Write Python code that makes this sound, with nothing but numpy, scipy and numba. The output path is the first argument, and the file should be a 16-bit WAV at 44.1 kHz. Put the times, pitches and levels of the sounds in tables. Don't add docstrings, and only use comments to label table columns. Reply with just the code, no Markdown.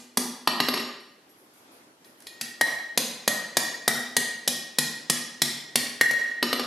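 import sys
import numpy as np
from scipy import signal
from scipy.fft import rfft, irfft, next_fast_len
from scipy.io import wavfile
from scipy.ndimage import uniform_filter1d
from numba import njit

SR = 44100
rng = np.random.default_rng(int(sys.argv[2]) if len(sys.argv) > 2 else 0)


def wav_record(signal):
    frames = np.transpose(np.atleast_2d(signal))
    bounded = np.clip(frames, -1, 1)
    quanta = np.round(bounded * 32767).astype(np.int16)
    wavfile.write(sys.argv[1], SR, quanta)


N = 293706


def amp(db):
    return 10 ** (np.asarray(db) / 20)


def unit(x):
    return x / np.sqrt(np.mean(x ** 2) + 1e-20)


def along(points, hz):
    freqs, values = np.transpose(points)
    return np.interp(np.log(hz + 1), np.log(freqs + 1), values)


def filtered(x, gain):
    size = next_fast_len(x.shape[-1] + 8192)
    return irfft(rfft(x, size) * gain(np.fft.rfftfreq(size, 1 / SR)), size)[..., :x.shape[-1]]


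# freq_hz, side_over_mid_db
ROOM_WIDTH = [(60, -3), (110, -18), (200, -27.5), (380, -21.5), (700, -12), (1290, -6.5), (2380, -9),
              (4400, -7.5), (8120, -7), (15000, -1.5)]
def widen(pair, extra_db):
    side = filtered(pair[1], lambda hz: amp(along(ROOM_WIDTH, hz) + extra_db))
    return np.array([pair[0] + side, pair[0] - side])


# freq_hz, t60_s
WALL_DECAY = [(100, 0.46), (260, 0.74), (700, 0.68), (2000, 0.81), (5000, 0.68), (12000, 0.42)]
def room(x):
    hz, t, noise = signal.stft(rng.standard_normal((2, SR)), SR, nperseg=256)
    decay = amp(-60 * t / along(WALL_DECAY, hz)[:, None])
    tail = signal.istft(noise * decay, SR, nperseg=256)[1][:, :SR]
    tail *= 1 - np.exp(-(np.arange(SR) / SR / 0.00077) ** 2)
    return signal.fftconvolve(x[None], widen(tail / np.linalg.norm(tail[0]), extra_db=-1.5), axes=1)


def place(start_s, near, diffuse):
    hit = room(diffuse)
    hit[:, :len(near)] += near * amp([[.3], [-.3]])
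    track = np.zeros((2, N + 3 * SR))
    start = round((start_s + 1) * SR)
    track[:, start:start + hit.shape[1]] += hit
    return track[:, SR:SR + N]


def hiss(spectrum, patchy_db, wide_db):
    noise = signal.stft(rng.standard_normal((2, N)), nperseg=512)[2]
    patches = uniform_filter1d(rng.standard_normal(noise.shape[1:]), size=5, axis=0)
    patches = uniform_filter1d(patches, size=8, axis=1)
    pair = signal.istft(noise * amp(patchy_db * unit(patches)), nperseg=512)[1][:, :N]
    return widen(unit(filtered(pair, lambda hz: amp(along(spectrum, hz)))), wide_db)


# freq_hz, density_db
RUSTLE_SPECTRUM = [(15, -82), (25, -29), (104, -10.5), (218, -6), (259, -3), (332, -3.5), (394, -7),
                   (934, -14), (1110, -16.5), (1420, -18), (9000, -29), (11700, -64), (19800, -120)]
# time_s, level_db
RUSTLE_LEVELS = [(1.1, -60.5), (1.5, -58), (1.76, -54), (2.0, -60), (2.07, -55), (2.18, -58), (2.25, -55)]
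def rustle():
    level_db = np.interp(np.arange(N) / SR, *np.transpose(RUSTLE_LEVELS))
    return amp(level_db) * hiss(RUSTLE_SPECTRUM, patchy_db=1.5, wide_db=9)


# freq_hz, density_db
SWISH_SPECTRUM = [(2940, -44), (5000, -10), (5520, 10), (6430, -36), (9430, 12), (12400, 12), (15500, -11)]
# start_s, level_db
SWISHES = [(1.369, -57), (1.55, -59), (1.71, -55), (2.04, -55), (2.17, -59)]
def swishes(rise_s=0.031, t60_s=0.31):
    level = amp(-73.5)
    for start_s, db in SWISHES:
        age = np.maximum(np.arange(N) / SR - start_s, 0)
        level = level + amp(db - 60 * age / t60_s) * (1 - np.exp(-age / rise_s))
    return level * hiss(SWISH_SPECTRUM, patchy_db=1, wide_db=-2)


def ringing(modes, onset_s, scatter_db=2):
    t = np.arange(SR // 2) / SR
    hz, db, t60 = np.transpose(modes)[:, :, None]
    db = db + scatter_db * rng.standard_normal(hz.shape)
    phase = 2 * np.pi * (hz * t + rng.random(hz.shape))
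    return (amp(db - 60 * t / t60) * np.sin(phase)).sum(0) * (1 - np.exp(-t / onset_s))


# pitch_hz, level_db, t60_s
LOOSE_ROD_MODES = [(3300, -6, .1), (4880, -3, .12), (5750, -8, .1), (6700, -8, .12), (7650, -8, .1),
                   (8470, -5, .1), (9370, 0, .12), (10250, -3, .1), (11530, 0, .2), (12760, -3, .12)]
# start_s, relative_db
ROD_CLINKS = [(0.9994, -50), (1.291, -52.5), (1.5344, -51.5), (1.57, -53)]
def rod_clinks():
    out = np.zeros((2, N))
    for start_s, db in ROD_CLINKS:
        clink = amp(db - 10) * ringing(LOOSE_ROD_MODES, onset_s=0.0025)
        out += place(start_s, clink, amp(1) * clink)
    return out


# freq_hz, density_db
CRACK_SPECTRUM = [(88, -65), (150, 0.5), (695, 4.5), (1450, -4.5), (1940, 1), (2550, -14.5), (4140, -6.5),
                  (7270, -12), (10700, -9), (13000, -15.5), (15500, -46)]
# freq_hz, share
CRACK_BANDS = [
    [(1800, 1), (3000, 0)],
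    [(1800, 0), (3000, 1), (4800, 1), (6500, 0)],
    [(4800, 0), (6500, 1)],
]
def crack(body_db, treble_db, middle_db=-3, push_over_body_db=8.5, push_s=0.00149):
    t = np.arange(SR // 10) / SR
    noise = filtered(rng.standard_normal(len(t)), lambda hz: amp(along(CRACK_SPECTRUM, hz)))
    burst = sum(amp(db) * unit(filtered(noise, lambda hz: along(band, hz)))
                for band, db in zip(CRACK_BANDS, (body_db, middle_db, treble_db)))
    envelope = (1 - np.exp(-t / 0.0022)) * amp(-60 * t / 0.028)
    impulse = signal.unit_impulse(len(t), round(push_s * SR))
    push = filtered(impulse, lambda hz: amp(along(CRACK_SPECTRUM, hz)) * along(CRACK_BANDS[0], hz))
    return burst * envelope + amp(body_db + push_over_body_db) * push / push.max()


# start_s, relative_db
DRY_TICKS = [(2.204, -35.5), (2.2228, -34)]
def ticks(t60_s=0.02):
    out, t = np.zeros((2, N)), np.arange(SR // 2) / SR
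    for start_s, db in DRY_TICKS:
        noise = rng.standard_normal(len(t))
        grit = unit(filtered(noise, lambda hz: amp(along(CRACK_SPECTRUM, hz)) * hz / (hz + 3000)))
        tick = amp(db - 10.5 - 60 * t / t60_s) * grit
        out += place(start_s, tick, amp(-0.5) * tick)
    return out


# horn_db, face_db, rod_db, thump_db, body_db, treble_db, stand_tilt_db_per_octave
TOUCH_MIX = (-20.5, -41, -11.5, -35, -21, -13, 0)
FACE_MIX = (-71, -18.5, -7.5, -12, -7.5, 4.5, 6.5)
DROP_MIX = (-26.5, 1, -22, -17.5, -8, -15.5, 7.5)
HORN_MIX = (-0.5, -37, -1.5, -19, -3, -1.5, -8)
# start_s, relative_db
ROD_TOUCHES = [(2.045, -49.5), (2.268, -30.5)]
# start_s, relative_db
BLOWS_ON_FACE = [(-.16, -25), (.172, -17.5)]
# start_s, relative_db, first_flight_s, loss_db, face_offset_db
HAMMER_DROPS = [(.474, -11.5, .128, 0.7, -13.5), (6.427, -12.5, .102, 2.16, -13.5)]
# start_s, relative_db, horn_offset_db, rod_offset_db, body_offset_db
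BLOWS_ON_HORN = [(2.411, -22, -20, -13, -19.5), (2.611, -15, -6, -30, -1.5), (2.975, -10, -34, -10.5, -7),
                 (3.277, -10, -20, -13.5, -6.5), (3.569, -10.5, -18, -12, -5), (3.878, -9, -16, -16.5, -6),
                 (4.166, -9.5, -18, -17, -10), (4.476, -11, -27, -13, -11), (4.785, -9.5, -24.5, -11, -12),
                 (5.098, -10.5, -22.5, -10.5, -8), (5.418, -9.5, -24.5, -17.5, -12.5),
                 (5.756, -8.5, -21, -37, -11), (6.011, -11, -4, -17, -6), (6.109, -22, -5, -9, -0.5)]
def contacts(flight_ratio=.65):
    rows = [(start_s, db, FACE_MIX) for start_s, db in BLOWS_ON_FACE]
    rows += [(start_s, db, TOUCH_MIX) for start_s, db in ROD_TOUCHES]
    for start_s, db, flight_s, loss_db, face_db in HAMMER_DROPS:
        mix = np.add(DROP_MIX, (0, face_db, 0, 0, 0, 0, 0))
        for bounce in range(6):
            landing_s = start_s + flight_s * (1 - flight_ratio ** bounce) / (1 - flight_ratio)
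            rows.append((landing_s, db - loss_db * bounce ** 2, mix))
    for start_s, db, horn_db, rod_db, body_db in BLOWS_ON_HORN:
        rows.append((start_s, db, np.add(HORN_MIX, (horn_db, 0, rod_db, 0, body_db, 0, 0))))
    return [row for row in rows if row[0] < N / SR]


# pitch_hz, level_db, t60_s
STAND_MODES = [(150, -6, .14), (190, -8, .08), (226, -3, .15), (246, 0, .22), (290, -6, .1), (361, -5, .1),
               (408, -7, .08)]
def stand_thump(tilt_db, pivot_hz=200):
    modes = [(hz, db + tilt_db * np.log2(hz / pivot_hz), t60) for hz, db, t60 in STAND_MODES]
    return ringing(modes, onset_s=0.0043)


# pitch_hz, level_db, t60_s
HORN_MODES = [(1878, 0, .09), (1876, -11, .5), (1840, -14, .1), (1905, -14, .12), (1940, -16, .07),
              (1400, -13, .02), (2300, -11, .015), (2794, -11, .02), (3320, -15, .03), (4011, -15, .12),
              (4005, -31, .5), (5728, -18, .08), (7550, -21, .1), (9755, -24, .08), (10060, -25, .08),
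              (12390, -33, .5), (13200, -38, .3)]
FACE_MODES = [(900, 8, .006), (2600, 6, .004), (1017, -2, .04), (1211, -2, .07), (2735, -3, .04),
              (2972, -3, .05), (4005, -4, .08), (4409, -2, .04), (4592, -4, .04), (5507, -14, .35),
              (6761, -22, .3), (8113, -11, .05), (11340, -6, .06), (11970, -11, .05)]
ROD_MODES = [(2450, -7, .06), (3386, -6, .07), (4140, -3, .025), (4680, -4, .03), (5114, -3, .025),
             (5750, -4, .025), (6508, -5, .05), (6720, -8, .08), (7510, -3, .035), (8511, -4, .045),
             (9300, -4, .03), (10690, -2, .025), (11050, -11, .2), (11950, -3, .035), (12800, -5, .035)]
def hammer():
    out = np.zeros((2, N))
    for start_s, db, mix in contacts():
        horn_db, face_db, rod_db, thump_db, body_db, treble_db, tilt_db = mix
        horn = amp(horn_db) * ringing(HORN_MODES, onset_s=0.00017)
        steel = amp(face_db) * ringing(FACE_MODES, onset_s=0.0001)
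        steel += amp(rod_db) * ringing(ROD_MODES, onset_s=0.0023)
        steel[:SR // 10] += crack(body_db, treble_db)
        thump = amp(thump_db) * stand_thump(tilt_db)
        near = steel + amp(2.5) * horn + thump
        diffuse = steel + amp(8) * horn + amp(-0.5) * thump
        out += place(start_s, amp(db + 5) * near, amp(db + 2.5) * diffuse)
    return out


def scene():
    return hammer() + rod_clinks() + ticks() + swishes() + rustle()


@njit
def follow(level, rise_s, fall_s):
    out = np.empty_like(level)
    held = level[0]
    for i in range(len(level)):
        held += (level[i] - held) / (SR * (rise_s if level[i] > held else fall_s))
        out[i] = held
    return out


def record(dry):
    knee_db, ceiling, mic_bass_hz, top_hz = -26.5, .62, 124, 15800
    level = follow(np.abs(dry).max(0), rise_s=0.017, fall_s=0.0065)
    ducked = dry * (1 + (level / amp(knee_db)) ** 2) ** -.35
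    clipped = ducked / (1 + (ducked / ceiling) ** 4) ** (1 / 4)
    return filtered(clipped, lambda hz: (hz < top_hz) / (1 + (mic_bass_hz / (hz + 1)) ** 1.77))


dry = scene()
out = record(dry)
wav_record(out)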